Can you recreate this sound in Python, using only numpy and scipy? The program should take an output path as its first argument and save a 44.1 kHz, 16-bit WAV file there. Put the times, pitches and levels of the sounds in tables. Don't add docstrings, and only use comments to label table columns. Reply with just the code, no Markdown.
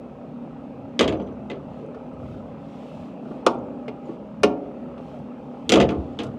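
import sys
import numpy as np
from scipy import signal
from scipy.io import wavfile
from scipy.ndimage import uniform_filter1d

SR = 44100
rng = np.random.default_rng(int(sys.argv[2]) if len(sys.argv) > 2 else 0)


def wav_out(sig):
    wavfile.write(sys.argv[1], SR, np.round(np.clip(np.atleast_2d(sig).T, -1, 1) * 32767).astype(np.int16))


def field_ratio(decibels):
    return 10 ** (np.asarray(decibels, dtype=float) / 20)


N = 281358
TIME_S = np.arange(N) / SR

# middle_s, width_s, level_db
GUSTS = [(0.02, 0.096, -55), (0.59, .04, -58), (0.82, 0.068, -48), (1.3, 0.4, -49), (2.3, .12, -45),
         (2.5, 0.065, -47), (3.0, 0.046, -47), (3.55, .1, -49), (4.46, 0.063, -43), (5.21, 0.041, -51),
         (5.75, 0.083, -40), (6.28, 0.062, -42)]
# freq_hz, level_db
WIND_SPECTRUM = [(15, -44), (30, -24.5), (50, -4.5), (75, 6.5), (130, 11), (300, -60.0)]

# time_s, rate_hz
FIRING_RATE = [(0, 34), (1.5, 35), (6.38, 35)]
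# time_s, level_db
ENGINE_LEVEL = [(0, -41), (2.4, -39.5), (3.1, -39.5), (3.4, -38), (4.3, -41), (4.8, -39), (6.38, -40.5)]
# freq_hz, density_db_per_hz
ROAR_SPECTRUM = [(15, -64.5), (25, -36.5), (59, -17), (117, -23.5), (153, -2.5), (180, -10), (242, -1),
                 (301, -12), (641, -14.5), (695, -18), (818, -14.5), (911, -21), (1260, -28), (1790, -40),
                 (16000, -76.5)]
# freq_hz, width_hz, gain_db
ROAR_PEAKS = [(224, 16.7, -2.5), (600, 330, 1.5), (810, 130, -2.5), (1283, 66, 5.5), (2630, 730, 9.5)]
# multiple_of_rate, level_db
FIRING_ORDERS = [(2, -20), (6, -7), (7, -2.5), (8, -6), (14, -16.5), (15, -13.5), (16, -11.5), (17, -16.5),
                 (18, -14.5), (23, -16)]
CYLINDER_DB = [-1, 1.5, -2, 0.1, -2, 4]
# time_s, level_db
KNOCK_LEVEL = [(0, -35.5), (1.8, -32), (2.2, -19), (2.9, -26), (3.4, -35.5), (6.38, -35)]

# freq_hz, density_db_per_hz
STRUT_SPECTRUM = [(1200, -25.5), (2000, -1), (3200, 1.5), (4300, -7), (7500, -15), (10500, -24.5),
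                  (13000, -27.5), (16000, -37.5)]
# start_s, length_s, level_db
STROKES = [(1.68, .18, -75), (2.17, .26, -69.5), (2.584, 0.57, -64.5), (3.2, .24, -71.5), (4.02, 0.15, -71),
           (4.96, 0.26, -69), (5.35, 1.1, -72.5)]
# freq_hz, t60_s
YARD_DECAY = [(150, 1), (500, 0.74), (2000, 0.27), (6000, 0.18), (12000, 0.15)]

# start_s, level_db, pitch_hz
GRIT = [(1.863, -60, 6300), (1.863, -64, 7800), (1.863, -66, 9500), (3.547, -58, 8000), (3.588, -57, 6600),
        (3.672, -64, 7300), (5.193, -64, 8000), (6.131, -63, 7000)]
# pitch_hz, level_db, t60_s
LINK_MODES = [(6035, 0, .075), (7350, -11, .06), (8700, -15, .05)]
# start_s, level_db
LINK_TAPS = [(1.170, -63), (1.219, -61), (1.263, -65), (1.322, -69)]
# start_s, level_db, pitch_hz, t60_s
CATCH_RINGS = [
    (1.090, -47, 7100, .05),
    (2.134, -68, 8500, .04),
    (4.055, -62, 7000, .05),
    (5.722, -30, 7300, .09),
    (5.802, -42, 7300, .06),
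]
# start_s, level_db, pitch_hz, t60_s
SLAPS = [
    (1.0085, -8.5, 1170, 0.015),
    (1.0080, -5, 472, 0.025),
    (4.433, -17.5, 217.6, 0.22),
    (3.882, -36, 1400, .04),
    (3.882, -36, 2080, .04),
    (4.4404, -9, 425, .08),
    (1.501, -35.5, 2030, 0.068),
    (4.090, -24, 330, .1),
    (1.955, -29.5, 450, 0.15),
]
# start_s, level_db, pitch_hz, rise_s, t60_s
LID_FLEXES = [
    (1.001, -26, 84, 0.04, 0.8),
    (1.04, -17, 133.6, 0.056, 0.4),
    (5.72, -3.5, 75.5, 0.11, 0.34),
    (5.738, -21, 135.7, 0.062, 1),
    (5.75, -31, 53.4, 0.07, 0.99),
    (5.971, -22, 80.5, 0.021, 0.34),
]

RANGE_HZ = [150, 1500, 5000, 16000]
# pitch_hz, level_db, t60_s
LID_MODES = [(197, -8.5, 0.27), (240.6, -4.5, 0.44), (278, -16.5, 0.34), (315.2, 2.5, 0.17),
             (398, -6, 0.12), (422, -2.5, 0.25), (478, -5.5, 0.15), (546, -17, 0.15), (619, -21.5, .3),
             (697, -16.5, 0.4), (877, -13, 0.2), (1140, -18.5, 0.049), (1356, -14.5, 0.034)]
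BOX_MODES = [(432, 1.5, .09), (235, -15, .15), (415, -12, .25), (312, -13, .1), (605, -6, .08),
             (520, -10, .15), (590, -17, .35), (721, -15, .3), (890, -11, .1), (1030, -21, .2),
             (1140, -9, .07), (1400, -11, .06), (1790, -18, .06)]
# freq_hz, level_db
LID_CLANG = [(150, -4.5), (300, 3), (600, -1.5), (1000, -12.5), (1499, -17.5), (1500, -7.5), (2200, -3.5),
             (2800, 3.5), (3700, -2.5), (4400, -11), (5800, -10), (7300, -15), (10000, -29.5), (16000, -57)]
BOX_CLANG = [(150, -13.5), (300, -2), (600, -11), (1000, -12.5), (1499, -10.5), (1500, -13), (1900, -7),
             (2400, 6), (3200, -2), (4400, -6), (6000, -9), (10000, -22.5), (13000, -42), (16000, -40)]
# freq_hz, t60_s
LID_RING = [(200, 0.71), (700, 0.71), (1300, 0.25), (3000, 0.092), (6000, 0.074), (12000, 0.073)]
BOX_RING = [(200, 0.91), (700, 0.93), (1300, 0.069), (3000, 0.099), (6000, 0.058), (12000, 0.054)]
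# gap_s, clang_loss_db, boom_loss_db, hardness_loss_db_per_octave,
# ring_time_factor
LID_CHATTER = (.0142, 6.8, 3.67, 2, 1.05)
LATCH_CHATTER = (.0072, 12, 5.8, 1.5, 1.55)
# start_s, clang_db, boom_db, hardness_db_per_octave, ring_time_factor
LATCH_SNAPS = [
    (1.9445, -51.5, -37, 3, 0.88),
    (3.3104, -57.5, -33, 7, 0.63),
    (3.4645, -16.5, -4, 2, 0.28),
    (3.8806, -36, -27.5, -6.5, 0.8),
    (4.0892, -60, -31, -8, 0.85),
    (4.4331, -15.5, -6, 0, 1.4),
    (4.9776, -50.5, -37.5, -1, 3.1),
]
# start_s, clang_db, boom_db, hardness_db_per_octave, ring_time_factor
LID_LANDINGS = [(0.9919, -11.5, -12.5, 1, 0.46), (1.0087, -16, -11.5, 1.5, 2.4),
                (1.0264, -26.5, -18.5, 4.5, 2.3), (1.0775, -22, -19, 0.8, 0.76), (1.1232, -36, -23, 1, 1),
                (1.1973, -45.5, -25.5, -0.5, 0.75), (1.2706, -52, -43, -2, 2),
                (1.4991, -34, -26.5, -0.8, 1), (1.5294, -48, -35.5, 3, 1.4), (1.5524, -54, -37.5, 3, 2),
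                (5.693, -14, -17, 6.5, .57), (5.7199, -10.5, -7, 4.5, 0.52), (5.7377, -14, -7, 2, 0.36),
                (5.7562, -18.5, -8, 2.5, 1), (5.8008, -18, -8.5, 0.5, 1.06), (5.8116, -22, -17, 2, .75),
                (5.889, -29, -17.5, -2.5, 3.5), (5.9048, -40.5, -24.5, 9, 0.53),
                (6.1891, -27.5, -24.5, 1.5, 0.78), (6.2329, -42, -32.5, 20, 1.3)]


def evened(x):
    return x / np.sqrt(np.mean(x ** 2) + 1e-20)


def read(points, hz):
    point_hz, value = np.transpose(points)
    return np.interp(np.log(hz + 1), np.log(point_hz + 1), value)


def curve(points):
    return np.interp(TIME_S, *np.transpose(points))


def add(mix, start_s, sound):
    part = mix[round(start_s * SR):][:len(sound)]
    part += sound[:len(part)]


def drift(top_hz):
    sines = [np.sin(2 * np.pi * (hz * TIME_S + rng.random())) / np.sqrt(hz)
             for hz in np.geomspace(top_hz / 10, top_hz, 8)]
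    return evened(sum(sines))


def coloured(gain_db, patchy_db):
    real, imag, patches = rng.standard_normal((N // 512 + 6, 1025, 3)).T
    patches = uniform_filter1d(patches, 10, 0)
    patches = evened(uniform_filter1d(patches, 8, 1))
    spectrum_db = gain_db(np.fft.rfftfreq(2048, 1 / SR))[:, None]
    bins = (real + 1j * imag) * field_ratio(spectrum_db + patchy_db * patches)
    return evened(signal.istft(bins, nperseg=2048, noverlap=1536)[1][:N])


def ringing(pitch_hz, t60_s, t):
    decay = field_ratio(-60 * t / np.reshape(t60_s, (-1, 1)))
    return np.sin(2 * np.pi * np.outer(pitch_hz, t)) * decay


def wind():
    lumps = coloured(lambda hz: read(WIND_SPECTRUM, hz), patchy_db=-0.5)
    flow = field_ratio(-63)
    for middle_s, width_s, level_db in GUSTS:
        flow = flow + field_ratio(level_db) * np.exp(-((TIME_S - middle_s) / width_s) ** 2)
    return flow * field_ratio(2.3 * drift(top_hz=2.8)) * lumps


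def roar_db(hz):
    peaks_db = sum(gain_db / (1 + (2 * (hz - peak_hz) / width_hz) ** 2)
                   for peak_hz, width_hz, gain_db in ROAR_PEAKS)
    return read(ROAR_SPECTRUM, hz) + peaks_db


def engine():
    firings = np.cumsum(curve(FIRING_RATE)) / SR - .2
    puff = uniform_filter1d(np.exp(-(firings % 1) / .35), 150)
    roar = coloured(roar_db, patchy_db=2.04)
    middle_band = signal.butter(2, [400, 2500], "band", fs=SR, output="sos")
    throb = 1.3 * (puff - puff.mean()) * signal.sosfilt(middle_band, roar)
    orders = sum(field_ratio(level_db + 3 * drift(top_hz=4.)) * np.sin(2 * np.pi * (k * firings + rng.random()))
                 for k, level_db in FIRING_ORDERS)
    cylinder = field_ratio(3 * np.array(CYLINDER_DB)[firings.astype(int) % 6])
    knock = cylinder * puff ** 2 * rng.standard_normal(N)
    cover = signal.iirpeak(1300, 9, fs=SR)
    knock = signal.lfilter(*cover, signal.lfilter(*cover, knock))
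    knock = field_ratio(curve(KNOCK_LEVEL)) * evened(knock)
    return field_ratio(curve(ENGINE_LEVEL)) * (roar + throb + orders + knock)


def strut():
    peak_at, edge = 0.56, 0.73
    flow = field_ratio(-72)
    for start_s, length_s, level_db in STROKES:
        done = np.clip((TIME_S - start_s) / length_s, 0, 1) ** (np.log(.5) / np.log(peak_at))
        flow = flow + field_ratio(level_db) * abs(np.sin(np.pi * done)) ** edge
    return flow * coloured(lambda hz: read(STRUT_SPECTRUM, hz), patchy_db=1.5)


def yard(x):
    hz, t, bins = signal.stft(rng.standard_normal(SR), SR, nperseg=256)
    bins = bins * field_ratio(-60 * t / read(YARD_DECAY, hz)[:, None])
    tail = signal.istft(bins, SR, nperseg=256)[1]
    tail[:500] = 0
    return signal.fftconvolve(x, tail / np.linalg.norm(tail))[:N]


def small_parts():
    t, out = np.arange(8000) / SR, np.zeros(N)
    link = [(start_s, tap_db + mode_db, pitch_hz, t60_s)
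            for start_s, tap_db in LINK_TAPS for pitch_hz, mode_db, t60_s in LINK_MODES]
    grit = [(*row, .008) for row in GRIT]
    for start_s, level_db, pitch_hz, t60_s in link + grit + CATCH_RINGS + SLAPS:
        rise = np.minimum(t / (0.038 * t60_s), 1)
        add(out, start_s, field_ratio(level_db) * ringing([pitch_hz], t60_s, t)[0] * rise)
    return out


def lid_flex():
    t, out = np.arange(SR) / SR, np.zeros(N)
    spreads = rng.uniform(-1.02, 1, (len(LID_FLEXES), 8))
    for (start_s, level_db, pitch_hz, rise_s, t60_s), spread in zip(LID_FLEXES, spreads):
        boom = ringing(pitch_hz * (1 + .2 * spread), t60_s, t).sum(0) / np.sqrt(8)
        add(out, start_s, field_ratio(level_db) * boom * (1 - np.exp(-(t / rise_s) ** 2)))
    return out


def contacts(landings, chatter, sizzle_db, count):
    gap_s, clang_loss_db, boom_loss_db, hardness_loss, chatter_ring = chatter
    k = np.arange(count + 1)
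    later = k > 0
    next_s = [row[0] for row in landings[1:]] + [np.inf]
    chances = rng.standard_normal((len(landings), count + 1, 2))
    hits = []
    for (start_s, clang_db, boom_db, hardness, ring), until_s, chance in zip(landings, next_s, chances):
        at_s = start_s + gap_s * (k + .15 * chance[:, 0] * later)
        clangs_db = clang_db - clang_loss_db * k + 3.5 * chance[:, 1] * later
        booms_db = boom_db - boom_loss_db * k
        hards = hardness - hardness_loss * k
        sizzles_db = sizzle_db + 1.187 * clangs_db + 0.84 * hards
        rings = np.where(later, chatter_ring, ring)
        rows = np.transpose([at_s, clangs_db, booms_db, sizzles_db, rings, hards])
        hits += list(rows[at_s < until_s - gap_s / 2])
    return hits


def steel(hits, modes, clang, ring, spot_db, rise_s, crowd_db):
    t, out = np.arange(SR // 2) / SR, np.zeros(N)
    rise = 1 - np.exp(-t / rise_s)
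    pitch_hz, mode_db, t60_s = np.transpose(modes)
    signs = (-1) ** np.arange(len(pitch_hz))[:, None]
    panel = ringing(pitch_hz, t60_s, t) * signs * rise
    banks = []
    counts, sizes = (110, 250, 450), (SR // 2, SR // 5, SR // 8)
    for low_hz, high_hz, count, size in zip(RANGE_HZ, RANGE_HZ[1:], counts, sizes):
        crowd_hz = rng.uniform(low_hz, high_hz, count)
        crowd_t60_s = read(ring, crowd_hz) * rng.uniform(.7, 1.0, count)
        crowd = ringing(crowd_hz, crowd_t60_s, t[:size])
        if low_hz < RANGE_HZ[1]:
            crowd = crowd * rise
        banks.append((read(clang, crowd_hz), np.log2(crowd_hz), crowd))
    chances = rng.standard_normal((len(hits), 4, 450))
    for (start_s, clang_db, boom_db, sizzle_db, hold, hardness), chance in zip(hits, chances):
        grip = field_ratio(-60 * t * (1 / np.clip(hold, .2, 3) - 1 / 3) / 0.51)
        grip = grip * np.minimum(t / (.00004 * field_ratio(-.75 * clang_db)), 1)
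        weight = field_ratio(mode_db + spot_db * chance[3, :len(pitch_hz)]) / np.linalg.norm(field_ratio(mode_db))
        add(out, start_s, field_ratio(boom_db) * grip * (weight @ panel))
        levels_db = (boom_db + crowd_db, clang_db, sizzle_db)
        for level_db, (weight_db, octave, crowd), spot in zip(levels_db, banks, chance):
            weight = field_ratio(weight_db + np.clip(hardness, -4, 10) * octave) * spot[:len(octave)]
            weight = weight / np.linalg.norm(weight)
            add(out, start_s, field_ratio(level_db) * grip[:crowd.shape[1]] * (weight @ crowd))
    return out


def panels():
    snaps = contacts(LATCH_SNAPS, LATCH_CHATTER, sizzle_db=-3.5, count=1)
    landings = contacts(LID_LANDINGS, LID_CHATTER, sizzle_db=-11, count=3)
    box = steel(snaps, BOX_MODES, BOX_CLANG, BOX_RING, spot_db=3.0, rise_s=0.00081, crowd_db=-9)
    lid = steel(landings, LID_MODES, LID_CLANG, LID_RING, spot_db=2, rise_s=0.0011, crowd_db=-5.0)
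    return signal.sosfilt(signal.butter(3, 130, "high", fs=SR, output="sos"), box + lid)


def scene():
    metal = small_parts() + lid_flex() + panels()
    mix = wind() + engine() + strut() + metal + field_ratio(-18.5) * yard(metal)
    return mix[None]


def roll_off(x):
    return signal.sosfilt(signal.butter(12, 15850, fs=SR, output="sos"), x)


def record(dry):
    limited = np.tanh(dry / 1.482) * 1.662
    low_cut = signal.butter(2, 45, "high", fs=SR, output="sos")
    return roll_off(signal.sosfilt(low_cut, limited))


dry = scene()
out = record(dry)
wav_out(out)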